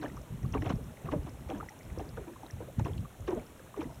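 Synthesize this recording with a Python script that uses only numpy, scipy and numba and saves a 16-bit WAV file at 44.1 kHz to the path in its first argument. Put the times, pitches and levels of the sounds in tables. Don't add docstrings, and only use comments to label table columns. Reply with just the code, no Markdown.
import sys
import numpy as np
from scipy import signal
from scipy.fft import rfft, irfft
from scipy.io import wavfile
from scipy.ndimage import uniform_filter1d
from numba import njit

SR = 44100
rng = np.random.default_rng(int(sys.argv[2]) if len(sys.argv) > 2 else 0)


def level_to_linear(level):
    exponent = np.asarray(level, float) / 20
    return 10 ** exponent


def put_to_file(sound):
    columns = np.atleast_2d(sound).T
    safe = np.clip(columns, -1, 1)
    whole_steps = np.round(safe * 32767)
    wavfile.write(sys.argv[1], SR, whole_steps.astype(np.int16))


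N = 176400


def level(x, db):
    return x * level_to_linear(db) / np.sqrt(np.mean(x ** 2))


def shape(table, hz):
    table = np.array(table)
    return np.interp(np.log(hz), np.log(table[:, 0]), table[:, 1])


def band(x, hz, width):
    return signal.lfilter(*signal.iirpeak(hz, hz / width, fs=SR), x)


def walk(rate):
    hold = int(SR / rate)
    steps = np.repeat(rng.standard_normal(N // hold + 1), hold)
    return 1.17 * uniform_filter1d(uniform_filter1d(steps, hold), hold)[:N]


@njit
def ring(n, start, hz, size, cycles, glide, rise, sr):
    out = np.zeros(n)
    for k in range(len(start)):
        tau = cycles[k] / hz[k] * sr
        first = int(start[k] * sr)
        phase = 0.
        for j in range(int(7 * tau)):
            phase += 2 * np.pi * hz[k] / sr * (1 + glide[k] * j / tau)
            if 0 <= first + j < n:
                swell = 1 - np.exp(-j / (rise * tau))
                out[first + j] += size[k] * np.sin(phase) * np.exp(-j / tau) * swell
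    return out


def grains(start, hz, db, cycles, glide, rise):
    one = np.ones(len(start))
    return ring(N, start * one, hz * one, level_to_linear(db) * one, cycles * one, glide * one, 1. * rise, 1. * SR)


def bubbles(table, trim_db, cycles, glide):
    start, db, hz = np.array(table).T
    lag, detune = rng.random((len(start), 2)).T
    twin_start = start + 2 * lag * cycles / hz
    twin_hz = hz * (0.88 + 0.25 * detune)
    twin = grains(twin_start, twin_hz, db + trim_db + 5, 0.7 * cycles, glide, rise=0.12)
    return grains(start, hz, db + trim_db + 3, cycles, glide, rise=0.16) + twin


# frequency in Hz, level in dB per Hz.
WASH_SPECTRUM = [(30, -2), (71, -7.5), (306, -5.5), (1500, -19), (3500, -24), (5600, -26), (11000, -27.5),
                 (15300, -31.5)]


def wash():
    hz = np.maximum(np.arange(N // 2 + 1) * SR / N, 10)
    spectrum = rfft(rng.standard_normal(N)) * level_to_linear(shape(WASH_SPECTRUM, hz))
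    low = 1 / (1 + (hz / 2500) ** 4)
    swell_db = 0.5 * walk(3.14) + 1.2 * walk(24.66)
    water = irfft(spectrum * low, N) * level_to_linear(swell_db)
    hiss = irfft(spectrum * (1 - low), N)
    return level(water + hiss, -54)


def strays(count=700):
    when, pitch, size = rng.random((count, 3)).T
    hz = 500 * 14 ** pitch
    db = -55 - 5 * np.log2(hz / 1000) - 2.7 * np.log(size + 0.018)
    return grains(when * N / SR, hz, db, 5 * np.sqrt(hz / 2000), 0.006, rise=0.12)


def fizz(count=260):
    when, pitch, size, ringing = rng.random((count, 4)).T
    hz = 5140 * (1 + 0.5 * pitch ** 2)
    db = -61 - 3.5 * np.log(size + 0.02)
    return grains(when * N / SR, hz, db, 1 + 7 * ringing, 0, rise=0.2)


# start in seconds, length in seconds, level in dB.
GUSTS = [(-.05, 0.27, -46), (0.3, 0.13, -42), (.43, 0.34, -35.5), (0.789, 0.13, -43), (1.04, 0.21, -40.5),
         (1.239, 0.42, -47), (1.836, 0.38, -46.5), (2.525, 0.16, -49.5), (2.762, 0.277, -39),
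         (3.185, 0.21, -45.5), (3.77, 0.15, -47.5), (3.958, 0.033, -47)]
# crest in seconds, level in dB, pitch in Hz.
THUMPS = [(0.3264, -26, 132), (0.35, -25, 126), (.447, -24.5, 131), (.462, -26.5, 130), (0.485, -41, 149),
          (0.5045, -32, 74), (0.5268, -27, 90), (0.545, -26, 118), (0.568, -36, 135), (0.6117, -25, 115),
          (0.673, -24.5, 93), (0.7077, -20, 165), (0.739, -17.5, 180), (0.812, -29, 190),
          (1.062, -29.5, 145), (1.1641, -20.5, 152), (1.195, -24, 63), (1.47, -27.5, 73), (1.92, -28, 69),
          (1.987, -28.5, 88.5), (2.5406, -28.5, 88), (2.7885, -16, 115), (2.8159, -18, 114),
          (2.854, -22, 121), (2.9103, -25.5, 94), (2.933, -38, 116), (2.9958, -19.5, 99.5),
          (3.2087, -28, 90)]
GUST_RISE_S, GUST_FALL_S, CALM_DB = 0.0064, 0.013, -54.5
BUFFET_HZ, RUMBLE_HZ = 111.6, 54.6


def wind():
    start, length, db = np.array(GUSTS).T[:, :, None]
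    late = np.arange(N) / SR - start
    rise = np.clip(late / GUST_RISE_S, 0, 1)
    fall = np.exp(-np.clip(late - length, 0, None) / GUST_FALL_S)
    gust = np.sum(level_to_linear(db) * rise * fall, axis=0) + level_to_linear(CALM_DB)

    flutter = rng.standard_normal(N)
    for width in (95, 180, 340):
        flutter = band(flutter, BUFFET_HZ, width)
    rumble = rng.standard_normal(N)
    for width in (31, 64):
        rumble = band(rumble, RUMBLE_HZ, width)
    flutter = level(flutter, 0) * level_to_linear(1.43 * walk(30.24))
    rumble = level(rumble, -2.5) * level_to_linear(0.37 * walk(19))

    crest, db, hz = np.array(THUMPS).T
    thumps = grains(crest - 0.54 / hz, hz, db + 7.5, 0.67, -0.01, rise=0.95)
    return gust * level_to_linear(-4) * (flutter + rumble) + thumps


# crest in seconds, level in dB, pitch in Hz.
GULPS = [(.008, -38, 308), (.049, -37, 623), (.052, -34.5, 300), (0.079, -41.5, 254), (0.559, -29, 427),
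         (.563, -30.5, 272), (.634, -33.5, 312), (.668, -35.5, 416), (.702, -38, 269), (.79, -43, 452),
         (.898, -47.5, 227), (1.09, -40.5, 374), (1.133, -27, 296), (1.141, -27.5, 607), (1.183, -39, 298),
         (1.498, -40, 475), (1.516, -36.5, 493), (1.54, -33.5, 295), (1.557, -38, 206), (1.979, -38.5, 501),
         (1.98, -38.5, 324), (2.017, -40.5, 427), (2.021, -41.5, 284), (2.182, -35.5, 462),
         (2.217, -42.5, 400), (2.282, -40.5, 325), (2.3, -44.5, 330), (2.323, -43, 342),
         (2.443, -51.5, 313), (2.61, -40, 494), (2.69, -41, 552), (2.789, -34.5, 222), (2.888, -38.5, 423),
         (3.293, -26.5, 382), (3.31, -33, 365), (3.337, -29, 357), (3.37, -33, 426), (3.375, -36, 242),
         (3.38, -35.5, 636), (3.78, -34.5, 417), (3.799, -29.5, 314), (3.833, -38, 482), (3.86, -37.5, 252)]
GULP_CYCLES = 3.234


def gulps():
    crest, db, hz = np.array(GULPS).T
    start = crest - 0.89 * GULP_CYCLES / hz
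    return grains(start, hz, db + 11, GULP_CYCLES, -0.0075, rise=0.77)


# start in seconds, level in dB, length in seconds, treble share in dB.
SLAPS = [(.018, -30, 0.056, -12.5), (.536, -28, 0.033, -15), (.618, -34.5, 0.03, -14.5),
         (.65, -30.5, 0.045, -11), (.696, -31, 0.027, -8), (1.044, -36.5, 0.083, -14.5),
         (1.116, -31, 0.026, -14), (1.13, -25, .034, -35), (1.265, -40, 0.025, -11.5),
         (1.489, -32, 0.049, -14.5), (1.54, -36, .09, -16.5), (1.959, -38.5, 0.045, -24),
         (2.045, -40, 0.052, -27), (1.992, -34.5, 0.034, -16), (2.674, -47, .025, -26),
         (2.794, -34, .017, -13.5), (2.85, -31, 0.046, -15.5), (3.278, -27.5, .021, -15.5),
         (3.303, -25.5, 0.043, -25), (3.362, -34, .05, -21), (3.758, -33, 0.073, -20),
         (3.805, -36.5, 0.036, -8.5), (3.845, -39, 0.057, -31)]
# start in seconds, level in dB, length in seconds.
LAPS = [
    (0.165, -44, .04),
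    (0.787, -46, .05),
    (2.168, -33.5, .03),
    (2.268, -38.5, .034),
    (2.43, -44, .025),
    (2.6, -36, .04),
]
# frequency in Hz, level in dB.
POCKETS = [(220, -7.5), (320, -2), (900, 1.5), (1500, 1), (2700, 3.5), (4000, -1.5), (5600, 1),
           (7500, -15.5)]
# frequency in Hz, level in dB, 60 dB decay time in seconds.
HULL = [(325, 5, 0.11), (418, -1.5, 0.17), (500, -11, 0.02), (646, -5, 0.017), (955, -3.5, 0.054)]
LAP_TREBLE_DB, TREBLE_FROM_HZ = -23.5, 990
LEAD_S, SLAP_TAIL = 0.008, 0.6


def slaps(count=150):
    rows = SLAPS + [(s, db, length, LAP_TREBLE_DB) for s, db, length in LAPS]
    start, db, length, treble_db = np.array(rows).T[:, :, None]
    u = rng.random((len(rows), count, 4))
    hz = 230 * 33 ** ((np.arange(count) + u[..., 0]) / count)
    low = 900 / (900 + hz)
    log_wait = np.log(u[..., 2] + 1e-9)
    delay = length * (u[..., 1] * 0.45 - log_wait * (0.25 + SLAP_TAIL * low))
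    pocket_start = start - LEAD_S * (1 - low) + delay
    size_db = db - 6 + shape(POCKETS, hz) + treble_db / (1 + (TREBLE_FROM_HZ / hz) ** 3)
    size_db = size_db - 2.19 * np.log(u[..., 3] + 1e-9) + 2.5 * log_wait
    hz = hz.ravel()
    cycles = 1.2 * (hz / 300) ** 0.6
    froth = grains(pocket_start.ravel(), hz, size_db.ravel(), cycles, 0.031, rise=0.47)

    late = np.clip(np.arange(N) / SR - start, 0, None) / (length * 0.18)
    push = np.sum(level_to_linear(db) * late * np.exp(1 - late), axis=0)
    push = push * rng.standard_normal(N) * level_to_linear(1.8 * walk(60))
    push = signal.sosfilt(signal.butter(2, 1420, fs=SR, output="sos"), push)
    hull = np.zeros(N)
    for mode_hz, mode_db, t60 in HULL:
        width = np.log(1000) / np.pi / t60
        hull += level_to_linear(mode_db) * band(push, mode_hz, width) * np.sqrt(t60 * SR)
    return froth + level_to_linear(-25.5) * hull


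# start in seconds, level in dB, pitch in Hz.
DROPS = [(0.0199, -43, 4200), (0.0822, -52, 5550), (0.166, -44.5, 5700), (0.2169, -45.5, 5700),
         (0.4294, -47, 5580), (0.4594, -54, 4380), (0.524, -38, 6100), (0.609, -51, 5560),
         (0.6389, -56, 5760), (0.6993, -54, 5500), (0.7267, -46.5, 4090), (0.7562, -48, 5500),
         (0.8415, -50, 5520), (1.1164, -62, 5780), (1.2336, -53, 5200), (1.294, -45, 5120),
         (1.501, -46, 5600), (1.5823, -44.5, 6120), (1.6926, -40, 5740), (1.7898, -45, 5700),
         (1.8307, -49.5, 5220), (1.986, -39.5, 5540), (2.0908, -40.5, 5300), (2.1725, -58, 6620),
         (2.4309, -49, 5950), (2.4646, -45, 3850), (2.5088, -38.5, 5700), (2.5641, -53, 5880),
         (2.7948, -39, 6360), (2.845, -43.5, 5360), (2.8787, -47, 8090), (2.9784, -44.5, 4360),
         (3.2055, -46, 7050), (3.267, -51, 4430), (3.3064, -43.5, 5600), (3.3484, -44.5, 6300),
         (3.4647, -49, 5340), (3.504, -51, 7120), (3.7753, -50, 5800), (3.8307, -46, 5800)]


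def drops():
    return bubbles(DROPS, -7, cycles=6.5, glide=0.0034)


# start in seconds, level in dB, pitch in Hz.
PLINKS = [(0.0238, -48, 1660), (0.0593, -42, 1730), (0.0977, -50, 1870), (0.5377, -41, 2670),
          (0.621, -41.5, 1800), (0.7003, -44, 1680), (1.1139, -48.5, 2870), (1.5, -45, 2420),
          (1.6871, -43, 1920), (1.8063, -51.5, 2224), (2.4997, -48, 1770), (2.8494, -43.5, 2370),
          (2.9781, -49.5, 2730), (3.2784, -40.5, 1730), (.4304, -51.5, 2190), (.5786, -47, 2260),
          (.6434, -50, 2750), (.9702, -51.5, 2250), (1.5474, -49, 1600), (1.9001, -51.5, 2280),
          (2.9337, -51, 3220), (3.397, -53, 2230), (3.5932, -53, 1640), (3.8082, -46, 2620)]


def plinks():
    return bubbles(PLINKS, 0.7, cycles=5.5, glide=0.0081)


# start in seconds, level in dB, pitch in Hz.
PLOPS = [(0.169, -45.5, 1120), (0.448, -49.5, 1105), (0.548, -34, 1190), (1.087, -37.5, 1170),
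         (1.265, -53, 1105), (1.508, -37.5, 778), (1.601, -37.5, 1200), (1.706, -49, 815),
         (1.996, -41.5, 772), (2.172, -44, 1400), (2.359, -49, 1018), (2.796, -43, 886),
         (2.858, -38.5, 955), (3.049, -46.5, 1126), (3.742, -41.5, 1180), (3.893, -50.5, 960),
         (.028, -48, 1090), (.565, -39, 860), (.665, -39.5, 736), (.698, -41.5, 1100), (1.128, -39.5, 940),
         (1.628, -48.5, 810), (2.432, -45.5, 776), (3.286, -42.5, 892), (3.327, -43, 783),
         (3.816, -48, 987)]


def plops():
    return bubbles(PLOPS, 2.1, cycles=5.8, glide=0.0072)


def scene():
    water = wash() + strays() + gulps() + slaps() + plinks() + plops()
    water = water - 0.81 * band(water, 4790, 1570)
    heard = water + fizz() + wind() + drops()
    return signal.sosfilt(signal.butter(2, 31.3, "high", fs=SR, output="sos"), heard)[None]


def low_pass(x):
    return signal.sosfilt(signal.butter(12, 15540, fs=SR, output="sos"), x)


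def record(dry):
    return low_pass(dry)


dry = scene()
out = record(dry)
put_to_file(out)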